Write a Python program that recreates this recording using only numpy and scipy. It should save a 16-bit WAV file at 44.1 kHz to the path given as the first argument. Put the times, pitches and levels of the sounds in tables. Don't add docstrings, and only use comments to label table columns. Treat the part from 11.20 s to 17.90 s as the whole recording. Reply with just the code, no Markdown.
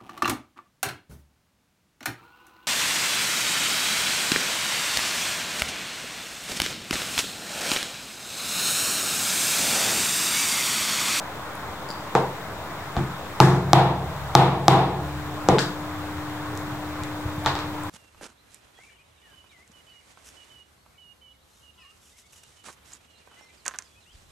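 import sys
import numpy as np
from scipy import signal
from scipy.io import wavfile
from scipy.ndimage import uniform_filter1d

SR = 44100
rng = np.random.default_rng(int(sys.argv[2]) if len(sys.argv) > 2 else 0)


def attenuation_scalar(level_db):
    decades = np.asarray(level_db, float) / 20
    return 10 ** decades


def int16_out(signal):
    q = np.round(np.clip(np.atleast_2d(signal).T, -1, 1) * 32767)
    wavfile.write(sys.argv[1], SR, q.astype(np.int16))


N = 295351


def evened(x):
    return x / np.sqrt(np.mean(x ** 2) + 1e-20)


def read(points, hz):
    f, value = np.transpose(points)
    return np.interp(np.log(hz + 1), np.log(f + 1), value)


def add(mix, s, sound):
    part = mix[round(s * SR):][:len(sound)]
    part += sound[:len(part)]


def ring(modes, seconds, rise=1e-4):
    t = np.arange(int(seconds * SR)) / SR
    sines = sum(attenuation_scalar(db - 60 * t / t60) * np.sin(2 * np.pi * hz * t) for hz, db, t60 in modes)
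    return sines * (1 - np.exp(-t / rise))


def diffuse(length, size, level_db):
    # f/Hz, correlation
    likeness = [(30, 0.97), (70, 0.88), (300, 0.96), (700, 0.9), (1400, 0.74), (2100, 0.38), (3800, -0.67),
                (6000, 0.11)]
    hz = np.fft.rfftfreq(size, 1 / SR)[:, None]
    t = np.arange(4 * length // size + 5) * size / 4 / SR
    a, b, c, d = rng.standard_normal((len(t), len(hz), 4)).T
    same = np.clip(read(likeness, hz), -1, 1)
    left = a + 1j * b
    right = same * left + np.sqrt(1 - same ** 2) * (c + 1j * d)
    spectra = np.array([left, right]) * attenuation_scalar(level_db(hz, t))
    return signal.istft(spectra, nperseg=size, noverlap=3 * size // 4)[1][:, :length]


def street_wash():
    # f/Hz, level/dB per Hz
    wash_colour = [(50, -42), (90, 0.5), (180, 1), (250, -8), (350, -4), (1050, 0.77), (2100, -9.5),
                   (16000, -51)]

    def level_db(hz, t):
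        patches = uniform_filter1d(rng.standard_normal((len(hz), len(t))), 14, 0)
        patches = uniform_filter1d(patches, 12, 1)
        return read(wash_colour, hz) + 0.97 * evened(patches)

    return attenuation_scalar(-35.5) * evened(diffuse(N, 1024, level_db))


def truck():
    # t/s, engine note f/Hz, rumble level/dB
    passing = [(0, 70, -51), (1.8, 69.4, -46), (2.501, 72, -41.5), (3.8, 72, -38.5), (4.5, 85.9, -40),
               (6.7, 80.4, -39)]
    # f/Hz, level/dB per Hz
    rumble_colour = [(30, -5), (60, -50), (84, 6.5), (110, -0.5), (145, 1.5), (200, -15), (260, -76),
                     (400, -42)]
    engine_db, engine_width_hz = -6.5, 5.2
    sway = 0.23
    t = np.arange(N) / SR
    s, engine_hz, rumble_db = np.transpose(passing)
    rumble = evened(diffuse(N, 4096, lambda hz, t: read(rumble_colour, hz)))
    r = np.exp(-np.pi * engine_width_hz / SR)
    noise = rng.standard_normal(N) + 1j * rng.standard_normal(N)
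    waver = signal.lfilter([1], [1, -2 * r, r * r], noise)
    phase = 2 * np.pi * np.cumsum(np.interp(t, s, engine_hz)) / SR
    engine = evened((waver * np.exp(1j * (phase + sway * np.array([[1], [-1]])))).real)
    return attenuation_scalar(np.interp(t, s, rumble_db)) * (rumble + attenuation_scalar(engine_db) * engine)


def cooling_motor():
    hum_hz, idle_db, run_db = 300, -51.5, -37
    start_s, spin_up_s = 3.4, 0.33
    t = np.arange(N) / SR
    running = 1 - np.exp(-np.maximum(t - start_s, 0) / spin_up_s)
    hum = np.sqrt(2) * np.sin(2 * np.pi * hum_hz * t)
    return hum * attenuation_scalar([[1.1], [-.9]]) * attenuation_scalar(idle_db + (run_db - idle_db) * running)


def bumps():
    # t/s, level/dB, f/Hz
    pushes = [(0.701, -28, 330), (1.767, -28, 70), (1.789, -24, 72), (4.287, -18, 119), (4.294, -35, 163),
              (4.299, -22, 175), (5.816, -25.5, 109), (6.057, -18.5, 94), (6.178, -26, 136.4),
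              (6.252, -28, 51), (6.333, -25, 88)]
    out = np.zeros(N)
    for s, db, hz in pushes:
        u = np.arange(int(SR / hz)) * hz / SR
        add(out, s, attenuation_scalar(db) * np.sin(2 * np.pi * u) * np.sin(np.pi * u) ** 0.25)
    return out


def tail(colour, db, build=0.002):
    # f/Hz, t60/s
    room_t60 = [(100, 0.11), (400, 0.53), (900, 0.4), (2000, 0.41), (4000, 0.39), (8000, 0.33),
                (15000, 0.36)]
    length = SR * 2 // 3

    def level_db(hz, t):
        build_s = build * np.minimum(1500 / (hz + 1), 1)
        grow_db = 20 * np.log10(1.001 - np.exp(-t / build_s))
        return read(colour, hz) - 60 * t / read(room_t60, hz) + grow_db

    x = diffuse(length, 256, level_db)
    walls_answer = np.clip(np.arange(length) / SR / .003 - 1, 0, 1)
    return attenuation_scalar(db) * x / np.std(x[:, :4000]) * walls_answer


def clinks():
    # t/s, level/dB, f/Hz, t60/s
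    ticks = [(.354, -36, 10800, 0.0024), (5.376, -32, 11500, 0.00088), (4.39, -33, 7340, 0.0071),
             (4.3918, -23.5, 4650, 0.0061), (5.353, -38, 6000, 0.0013), (5.375, -23, 6170, 0.00081),
             (5.836, -20.5, 3860, 0.00043), (5.836, -18.5, 6450, 0.00039), (6.241, -38, 11200, 0.0027),
             (6.262, -47, 11950, 0.045), (6.356, -55, 11950, .02), (6.261, -37, 3600, 0.011),
             (6.636, -30, 8600, 0.001)]
    # t/s, level/dB
    rattle = [
        (.689, -40.5),
        (0.704, -36.5),
        (.712, -39),
        (0.726, -45),
        (.738, -53),
    ]
    # f/Hz, level/dB, t60/s
    steel = [(4780, 0, .015), (7200, -13, .02), (9600, -14, .02)]
    rattles = [(s, db + mode_db, hz, t60) for s, db in rattle for hz, mode_db, t60 in steel]
    out = np.zeros(N)
    for s, db, hz, t60 in ticks + rattles:
        cluster = [(hz * (1 + 0.019 * e), db - 0.5, t60) for e in rng.standard_normal(4)]
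        add(out, s, ring(cluster, .2))
    wet = tail([(100, 0.1), (5000, -1.0), (16000, -6)], -40.5)
    return out + signal.fftconvolve(out[None], wet, axes=1)[:, :N]


def tick(force_db, tick_hz, bright_db):
    # factor on tick f, level/dB, t60/s
    tick_modes = [(.52, -33, 0.0035), (.64, -1, 0.0068), (1.0, 14, 0.0011), (1.4, 11.5, 0.001),
                  (1.8, -15, 0.002)]
    modes = [(k * tick_hz, db + bright_db * abs(np.log2(k)), t60) for k, db, t60 in tick_modes]
    return -attenuation_scalar(force_db) * ring(modes, .02, rise=0.00017)


def knock(db, hz):
    # factor on knock f, level/dB, t60/s
    board = [(.43, -8, 0.09), (1.0, 5.5, 0.027), (1.4, 9, 0.011), (2.3, -94, 0.018), (0.928, -15, 0.35),
             (.965, -9, .25), (1.01, -12.5, 0.36), (1.059, -12.5, 0.27), (1.25, -33, .3), (1.36, -57, 0.39)]
    return attenuation_scalar(db) * ring([(k * hz, mode_db, t60) for k, mode_db, t60 in board], .5)


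def table_boom(db):
    # f/Hz, level/dB, t60/s
    table_modes = [(72.9, -13, 0.81), (105.5, -7.5, 0.57), (134.2, 10, 0.4), (141, -18, 1.42),
                   (157, 0.5, 0.4), (179.5, -1, 0.53), (329.7, -2.5, 0.33), (357, -1, 0.42)]
    spread = rng.standard_normal(len(table_modes))
    modes = [(hz, mode_db + 0.65 * e, t60) for (hz, mode_db, t60), e in zip(table_modes, spread)]
    return attenuation_scalar(db) * ring(modes, 2.1, rise=0.0035)


def hits():
    # t/s, force level/dB, knock level over force/dB, knock f/Hz
    first = [
        (2.2024, 1, 12, 890),
    ]
    blows = [
        (2.5323, 2.5, 13.5, 787),
        (3.1519, 2.5, 14, 840),
        (3.4817, 2.5, 14.3, 790),
    ]
    tap = [
        (1.7667, -26.5, 1, 768),
    ]
    lift = [
        (0.9517, -22.5, 7.3, 857),
    ]
    lay = [
        (4.2875, -9, -8, 768),
        (4.2925, -24.5, 7, 300),
    ]
    handle = [
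        (4.3851, -8.5, -21, 1520),
        (4.3912, -30, -21, 1590),
    ]
    grab = [
        (6.2484, -32, -4, 1120),
        (6.2612, -13, -7.5, 900),
        (6.268, -32, -18, 1310),
        (6.278, -24, -14, 1010),
        (6.3536, -22.5, -13, 856),
        (6.3900, -25, -16, 910),
    ]
    # f/Hz, level/dB per Hz
    first_tail = [(170, -15), (340, -5), (520, -12.5), (800, -3.5), (1120, -8.5), (3130, -28.5),
                  (5730, -30.5), (16000, -47.5)]
    blow_tail = [(170, -23), (340, -2.5), (520, -3.5), (790, 6), (1500, -12), (3800, -21), (6500, -33.5),
                 (16000, -45.5)]
    tap_tail = [(170, 0.5), (340, -13), (500, -28), (760, -7.5), (900, -25), (1030, -19), (9000, -49),
                (14000, -90)]
    lift_tail = [(170, -27), (340, -7), (520, 2), (690, -17), (870, 2.5), (1110, -12.5), (12000, -48),
                 (16000, -85)]
    lay_tail = [(170, 4), (340, 6.2), (900, 3), (1560, -16), (1890, -14), (3560, -22), (12000, -42),
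                (16000, -83)]
    handle_tail = [(710, -33), (1200, -2), (1680, 6.5), (1910, -6), (2830, -6), (5000, -6), (9500, -19),
                   (16000, -35)]
    grab_tail = [(240, -34), (345, -8), (520, -5.5), (900, 0), (2400, -14), (4500, -16.5), (10000, -41),
                 (14000, -75)]
    # tick f/Hz, tick brightness/dB per octave, boom level over knock/dB,
    # tail level over force/dB, tail build-up/s
    kinds = [
        (3680, 1.5, -8.5, 3, 0.0017),
        (5350, -15.5, -12.5, 2.5, 0.022),
        (3720, -8, -2, 0, 0.0022),
        (3930, 16, -15, 2.8, 0.002),
        (5710, -42, -6, -6, 0.003),
        (2660, -27, -40, -21.5, 0.004),
        (3800, -4, -16.5, -12.5, 0.0017),
    ]
    # t/s, level/dB, f/Hz
    mallet_wood = [
        (.9525, -20, 458),
        (4.2875, -21.5, 316),
        (4.2878, -16, 513),
        (6.2632, -30, 1124),
    ]
    # f/Hz, width/Hz
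    hollows = [(572, 107), (247, 23)]
    # delay t/s, level/dB
    echoes = [(.0059, -16), (.0100, -18)]

    contact, boom, wet = np.zeros(N), np.zeros(N), np.zeros((N, 2))
    events = [first, blows, tap, lift, lay, handle, grab]
    colours = [first_tail, blow_tail, tap_tail, lift_tail, lay_tail, handle_tail, grab_tail]
    for rows, colour, (tick_hz, bright_db, boom_db, tail_db, build) in zip(events, colours, kinds):
        for s, force_db, knock_db, knock_hz in rows:
            add(contact, s, tick(force_db, tick_hz, bright_db))
            add(contact, s + 0.00029, knock(force_db + knock_db, knock_hz))
            add(boom, s + 0.0028, table_boom(force_db + knock_db + boom_db))
            add(wet, s, tail(colour, force_db + tail_db, build).T)
    for s, db, hz in mallet_wood:
        add(contact, s, knock(db, hz))
    for hz, width in hollows:
        wet = signal.lfilter(*signal.iirnotch(hz, hz / width, SR), wet, axis=0)
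    contact = signal.sosfilt(signal.butter(2, 180, "high", fs=SR, output="sos"), contact)
    contact = contact + sum(attenuation_scalar(db) * np.roll(contact, round(s * SR)) for s, db in echoes)
    stereo = np.array([np.roll(contact, 1), contact])
    return stereo + boom + wet.T


def scene():
    background = street_wash() + truck() + cooling_motor()
    return background + bumps() + clinks() + hits()


def ports(x, size=2048):
    # f/Hz, left minus right level/dB
    port_difference = [(60, 0.8), (2900, 0.6), (4700, 8), (6400, 4.5), (9000, 8), (10700, 8), (12400, -11),
                       (15500, 0.5)]
    # f/Hz, width/Hz, level/dB
    housing = [(3700, 700, 5), (7400, 1000, 3)]
    hz = np.abs(np.fft.fftfreq(size, 1 / SR))
    peaks_db = sum(db * np.exp(-((hz - f) / width) ** 2 * 2) for f, width, db in housing)
    log_gain = np.log(attenuation_scalar(peaks_db + np.outer([.5, -.5], read(port_difference, hz))))
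    taps = np.fft.ifft(np.exp(np.conj(signal.hilbert(log_gain)))).real[:, :size // 2]
    return signal.oaconvolve(x, taps, axes=1)[:, :N]


def recorder_hiss():
    # f/Hz, level/dB per Hz
    hiss_colour = [(1500, -52), (3000, -3.1), (6400, -5.5), (12400, -12.5), (13500, -5.5), (15300, -5.5)]
    return ports(attenuation_scalar(-49) * evened(diffuse(N, 1024, lambda hz, t: read(hiss_colour, hz) + 0 * t)))


def low_pass(x):
    return signal.sosfilt(signal.butter(12, 17060, fs=SR, output="sos"), x)


def record(dry):
    quick, climb_db_per_s = 0.0034, 82.0
    duck, hiss_duck = 0.84, 0.22
    offset, edge_hz = -.0045, 15850
    x = signal.sosfilt(signal.butter(2, 45, "high", fs=SR, output="sos"), ports(dry))
    power = signal.lfilter([quick], [1, quick - 1], (x ** 2).mean(0))
    power_db = 10 * np.log10(power + 1e-12)
    climb = np.arange(N) * climb_db_per_s / SR
    held_db = np.maximum.accumulate(power_db + climb) - climb
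    over_db = np.maximum(held_db + 13.0, 0)
    x = x / attenuation_scalar(duck * over_db) + recorder_hiss() / attenuation_scalar(hiss_duck * over_db) + offset
    clipped = np.clip(1.03 * x / (1 + np.abs(x) ** 8) ** .125, -1, 1)
    finished = signal.oaconvolve(clipped, signal.firwin(255, edge_hz, fs=SR)[None], "same")
    return low_pass(finished)


dry = scene()
out = record(dry)
int16_out(out)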